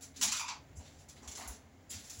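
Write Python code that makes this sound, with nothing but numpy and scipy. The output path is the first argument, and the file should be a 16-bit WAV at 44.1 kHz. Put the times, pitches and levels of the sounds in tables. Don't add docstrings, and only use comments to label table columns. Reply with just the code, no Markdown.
import sys
import numpy as np
from scipy import signal
from scipy.fft import rfft, irfft, next_fast_len
from scipy.io import wavfile
from scipy.ndimage import map_coordinates

SR = 44100
rng = np.random.default_rng(int(sys.argv[2]) if len(sys.argv) > 2 else 0)


def pcm_store(signal):
    levels = np.round(np.clip(np.atleast_2d(signal), -1, 1) * 32767)
    wavfile.write(sys.argv[1], SR, levels.astype(np.int16).T)


N = 97020


def amp(db):
    return 10 ** (np.asarray(db) / 20)


def unit(x):
    return x / np.sqrt(np.mean(x ** 2) + 1e-20)


def along(points, hz):
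    f, v = np.transpose(points)
    return np.interp(np.log(hz + 1), np.log(f + 1), v)


def wobble(rate):
    knots = rng.standard_normal(int(N * rate / SR) + 4)
    return map_coordinates(knots, [np.arange(N) * rate / SR])


def coloured(x, gain):
    size = 2 * next_fast_len(len(x) // 2 + 2048)
    magnitude = np.maximum(gain(np.fft.rfftfreq(size, 1 / SR)), 1e-6)
    cepstrum = irfft(np.log(magnitude), size)
    cepstrum[1:size // 2] *= 2
    cepstrum[size // 2 + 1:] = 0
    response = np.exp(rfft(cepstrum))
    return irfft(rfft(x, size) * response, size)[:len(x)]


def resonances(modes, f, order=1):
    power = 0
    for centre, width, db in modes:
        response = abs(f * width / (centre * centre - f * f + 1j * f * width))
        power = power + (amp(db) * response ** order) ** 2
    return np.sqrt(power)


def add(track, start, sound):
    part = track[max(0, round(start * SR)):][:len(sound)]
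    part += sound[:len(part)]


def cabin():
    # (frequency [Hz], time to fall 60 dB [s])
    decay_times = [(200, 0.68), (1000, 0.26), (3000, 0.27), (7000, 0.21), (11000, 0.24), (16000, 0.19)]
    build_s = 0.0018
    size = SR // 2
    hz, t, spectrum = signal.stft(rng.standard_normal(size), SR, nperseg=256)
    decay = amp(-60 * t / along(decay_times, hz)[:, None])
    tail = signal.istft(spectrum * decay, SR, nperseg=256)[1][:size]
    tail *= 1 - np.exp(-np.arange(size) / SR / build_s)
    return tail / np.linalg.norm(tail)


def contact(length, gain, room, count=4):
    slips_per_s, slip_spread_db, slip_rise_s = 900, 5, 0.00081
    rub_share = 0.46
    direct = 0.33
    shared_tail = 0.44
    tail_s, stroke_share = 0.015, 0.33
    size = SR // 2
    u = np.clip(np.arange(size) / SR / length, 0, 1)
    stroke = (1 - np.exp(-u * length / slip_rise_s)) * np.sqrt(1 - u)
    sound = np.zeros(size)
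    for place in range(count):
        moments = rng.random(size) < slips_per_s / count / SR
        slips = moments * amp(slip_spread_db * rng.standard_normal(size))
        signed_slips = unit(slips * rng.choice([-1, 1], size))
        force = (signed_slips + rub_share * rng.standard_normal(size)) * stroke
        walls = np.sqrt(shared_tail) * room + np.sqrt(1 - shared_tail) * cabin()
        walls[0] = direct
        sound += signal.fftconvolve(force, walls)[:size]
    return unit(coloured(sound, gain)) * np.sqrt((tail_s + length * stroke_share) * SR / size)


def ride():
    # (frequency [Hz], relative level [dB])
    rumble_colour = [(15, -45), (30, -15.5), (48, -6.5), (85, -1), (110, -7), (155, -3.5), (180, -19),
                     (300, -23.5), (1000, -73), (4000, -100)]
    # (time [s], rms level [dB])
    rumble_level = [(0, -64), (.27, -62), (.39, -68), (.53, -63.5), (.7, -58), (.84, -64.5), (.94, -60),
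                    (1.15, -63.5), (1.35, -64), (1.7, -63), (2.2, -66.5)]
    # (frequency [Hz], relative level [dB])
    rush_colour = [(200, -10), (270, -6), (400, -8), (750, -7), (1100, -16), (2150, -15.5), (2500, -20.5),
                   (5000, -25.5), (7300, -21), (8000, -34.5), (9500, -37), (10500, -31), (13400, -45),
                   (15200, -27.5)]
    # (time [s], rms level [dB])
    rush_level = [(0, -63.5), (.35, -69), (.7, -63.5), (1.05, -64.5), (1.4, -59.5), (1.7, -65),
                  (2.2, -63.5)]
    # (frequency [Hz], rms level ahead of the waver [dB])
    drone_partials = [(86, -68), (226, -78), (269, -75.5), (2150, -84.5)]
    rush_low_hz, waver, drift_rad = 170, 0.26, 0.52
    t = np.arange(N) / SR

    def level(rows):
        return amp(np.interp(t, *np.transpose(rows)))

    def rush_gain(f):
        return amp(along(rush_colour, f)) * (1 - np.exp(-(f / rush_low_hz) ** 4))

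    rumble = unit(coloured(rng.standard_normal(N), lambda f: amp(along(rumble_colour, f))))
    rush = unit(coloured(rng.standard_normal(N), rush_gain))
    drone = np.zeros(N)
    for hz, db in drone_partials:
        swell = 1 + waver * wobble(10.13)
        drone += amp(db) * np.sqrt(2) * swell * np.sin(2 * np.pi * hz * t + drift_rad * wobble(7.03))
    return rumble * level(rumble_level) + rush * level(rush_level) + drone


def standing_waves():
    # (frequency [Hz], width of one resonance ahead of steepening [Hz], relative level [dB])
    air_modes = [(199.2, 7.3, 0), (225.8, 9.8, 0.5), (256.4, 11.8, -2.5), (270.3, 8.9, 1),
                 (288.6, 14, -4.5), (343.4, 10.3, -7.5), (397.6, 12, -10.5), (418.7, 13.5, -8.5)]
    # (start [s], length [s], level added at the middle [dB])
    booms = [(0.156, 0.22, -60.5), (0.76, 0.092, -66.5), (1.148, 0.48, -66), (1.904, 0.15, -66)]
    steady_db = -68.5
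    ring = unit(coloured(rng.standard_normal(N), lambda f: resonances(air_modes, f, order=2)))
    swell = np.full(N, amp(steady_db))
    for start, length, db in booms:
        u = np.clip((np.arange(N) / SR - start) / length, 0, 1)
        swell += amp(db) * 2 * np.sqrt(u * (1 - u))
    return swell * ring


def thumps():
    # (time of the peak [s], envelope peak [dB], pitch [Hz], swell time constant [s])
    floor_thumps = [(0.28, -52.5, 205, 0.048), (0.788, -40, 71.5, 0.015), (1.289, -45, 70.4, 0.025),
                    (1.507, -40.5, 67, 0.027), (1.97, -45.5, 85, 0.031), (2.195, -42, 74, 0.015)]
    fall_s, waver_rad = 0.018, 0.92
    out = np.zeros(N)
    for peak, db, hz, swell_s in floor_thumps:
        t = np.arange(N) / SR - peak
        envelope = np.exp(np.minimum(t / swell_s, -t / fall_s))
        out += amp(db) * envelope * np.sin(2 * np.pi * hz * t + waver_rad * wobble(40.3))
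    return out


def squeaks(room):
    # (start [s], length [s], level on which the tones' own are added [dB])
    squeak_events = [(0.754, 0.026, -63), (1.893, 0.029, -47.5)]
    # (frequency [Hz], relative level [dB], phase jitter [rad])
    squeak_tones = [(4960, -6, 0.45), (7220, 2.5, 2.2), (10600, -8, 1.1)]
    jitter_per_s, wet = 590, 0.85
    out, t = np.zeros(N), np.arange(N) / SR
    whistle = np.zeros(N)
    for hz, db, jitter in squeak_tones:
        whistle += amp(db) * np.sin(2 * np.pi * hz * t + jitter * wobble(jitter_per_s))
    for start, length, db in squeak_events:
        u = np.clip((t - start) / length, 0, 1)
        out += amp(db) * 4 * u * (1 - u) * whistle
    return out + wet * signal.fftconvolve(out, room)[:N]


def knocks(room):
    # (start [s], length [s], contact level [dB], pitch [ratio], damping [ratio])
    knock_events = [(0.225, 0.026, -43, .85, 2), (0.319, 0.0096, -38.5, 1.154, 2.6),
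                    (0.343, 0.0038, -46, 1.13, 1.5), (0.392, 0.0069, -36.5, 1.0, 1.26),
                    (0.418, 0.016, -42.5, 1.0, 1.1), (0.457, 0.0092, -46, 1.05, 1.1),
                    (0.482, 0.0048, -38.5, 0.98, 1.8), (0.502, 0.018, -44.5, 0.95, 2.2),
                    (0.535, 0.017, -58, 0.99, 1.3), (0.787, 0.028, -58, 0.593, 2.1),
                    (1.224, 0.082, -57, 0.88, 3), (1.373, 0.0047, -49, 0.85, 2.6),
                    (1.39, 0.0059, -49.5, 0.86, 3.8), (1.407, 0.012, -45.5, 0.86, 2.3),
                    (1.442, 0.068, -51.5, 0.92, 5.9)]
    # (frequency [Hz], width ahead of steepening [Hz], level [dB])
    hollow_modes = [(941, 150, 1.5), (1100, 237, 2), (1440, 290, -12), (2470, 430, -3), (3560, 270, -7),
                    (4800, 480, -4), (5940, 760, -7), (7070, 490, -7)]
    low_hz, top_hz = 700, 8050
    ring_db, ring_t60_s, ring_rise_s = -7, 0.054, 0.0042
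    soft_contact_s = 0.06
    soft_knock_db = 34
    out, t = np.zeros(N), np.arange(SR // 2) / SR
    fade = (1 - np.exp(-(t / ring_rise_s) ** 2)) * amp(-60 * t / ring_t60_s)
    for start, length, db, pitch, damping in knock_events:
        modes = np.array(hollow_modes) * [pitch, pitch * damping, 1]
        modes[2:, 2] -= soft_knock_db * (1 - pitch)

        def gain(f):
            bass_cut = 1 - np.exp(-(f / pitch / low_hz) ** 4)
            return resonances(modes, f, order=2) * bass_cut / (1 + (f / top_hz) ** 20)

        ring = np.zeros(len(t))
        for hz, width, level in modes[:2]:
            ring += amp(level) * np.sin(2 * np.pi * (hz * t + rng.random()))
        ring *= fade * amp(ring_db) * np.exp(-length / soft_contact_s)
        add(out, start, amp(db) * (contact(length, gain, room) + ring))
    return out


def scrapes(room, count=9):
    # (start [s], length [s], level [dB],
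    # body gain, full below 3.5 kHz [dB], sheen gain, full above 11 kHz [dB])
    scrape_events = [(0.008, 0.013, -54.5, 3.5, 8.5), (0.02, 0.025, -47.5, -3.5, 0.5),
                     (0.141, 0.042, -60.5, 14, 4), (.160, 0.018, -48, 2.5, -0.5), (0.183, 0.036, -54, 0, 0),
                     (0.2119, 0.0034, -30.5, 0.5, -2), (0.223, 0.014, -25.5, 0, 0),
                     (0.272, 0.014, -34.5, 2, -12), (0.316, 0.012, -31.5, 3, -1.5),
                     (0.354, 0.024, -36.5, 4, -3), (0.39, 0.0078, -43, 2, 2.5),
                     (0.481, 0.0028, -40.5, 6, -8), (0.76, 0.034, -56, -30, -4),
                     (0.801, 0.043, -61.5, 7, -5), (.843, 0.036, -57.5, 8.5, -2),
                     (0.884, 0.14, -64.5, 3.5, -0.5), (0.983, 0.05, -61.5, -0.5, 1),
                     (1.084, 0.018, -51.5, -2, 1), (1.158, 0.028, -59, 11.5, 3),
                     (1.222, 0.034, -58, -20, -7), (1.2745, 0.0039, -44, 2, 1),
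                     (1.314, 0.005, -46, -2, -2.5), (1.352, 0.0031, -44, -1.5, -4.5),
                     (1.368, 0.0035, -48.5, -14, 7), (1.378, 0.072, -51, -46, 2),
                     (1.474, 0.0043, -42.5, -20, 8.5), (1.498, 0.061, -54.5, 0, -4),
                     (1.901, 0.013, -43.5, 3.5, 12), (1.916, 0.049, -44.5, 3.5, -5),
                     (1.975, 0.045, -52.5, 5.5, 5.5), (2.033, 0.082, -52.5, 3.5, 3.5),
                     (2.096, 0.005, -44, 1.5, 5), (2.117, 0.076, -51, -2, 3), (2.186, 0.026, -50.5, -8, 3)]
    # (frequency [Hz], relative level [dB])
    scrape_colour = [(200, -38), (450, -43), (660, -23.5), (1500, -15), (2600, -12.5), (4200, -7.5),
                     (5800, -7), (7400, 0.5), (8200, -13.5), (9300, -17), (10600, -8.5), (12000, -24.5),
                     (13500, -27), (15200, -16)]
    # (frequency [Hz], width [Hz], relative level [dB])
    metal_modes = [(5950, 260, 0.5), (6450, 190, -11), (6700, 40, -6)]
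    clink_low_hz, clink_top_hz = 1394, 6987
    clink_width_hz, clink_db = 54, 5
    out = np.zeros(N)
    for start, length, db, body_db, sheen_db in scrape_events:
        tone = [(3500, body_db), (6500, 0.012), (7500, 0.043), (11000, sheen_db)]  # (Hz, dB)
        clink_hz = rng.uniform(clink_low_hz, clink_top_hz, count)
        clinks = [(hz, clink_width_hz, clink_db) for hz in clink_hz]

        def gain(f):
            tilt = (f / 7000) ** 2 / (1 + (f / 7500) ** 12)
            colour = np.hypot(amp(along(scrape_colour, f)), resonances(metal_modes, f) * tilt)
            return colour * amp(along(tone, f)) * np.hypot(1, resonances(clinks, f, order=2))

        add(out, start, amp(db) * contact(length, gain, room))
    return out


def scene():
    room = cabin()
    background = ride() + standing_waves()
    events = thumps() + squeaks(room) + knocks(room) + scrapes(room)
    return (background + events)[None]


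def record(dry):
    top_hz = 15900
    size = next_fast_len(N + SR // 2)
    passband = np.fft.rfftfreq(size, 1 / SR) < top_hz
    return irfft(rfft(dry, size) * passband, size)[..., :N]


dry = scene()
out = record(dry)
pcm_store(out)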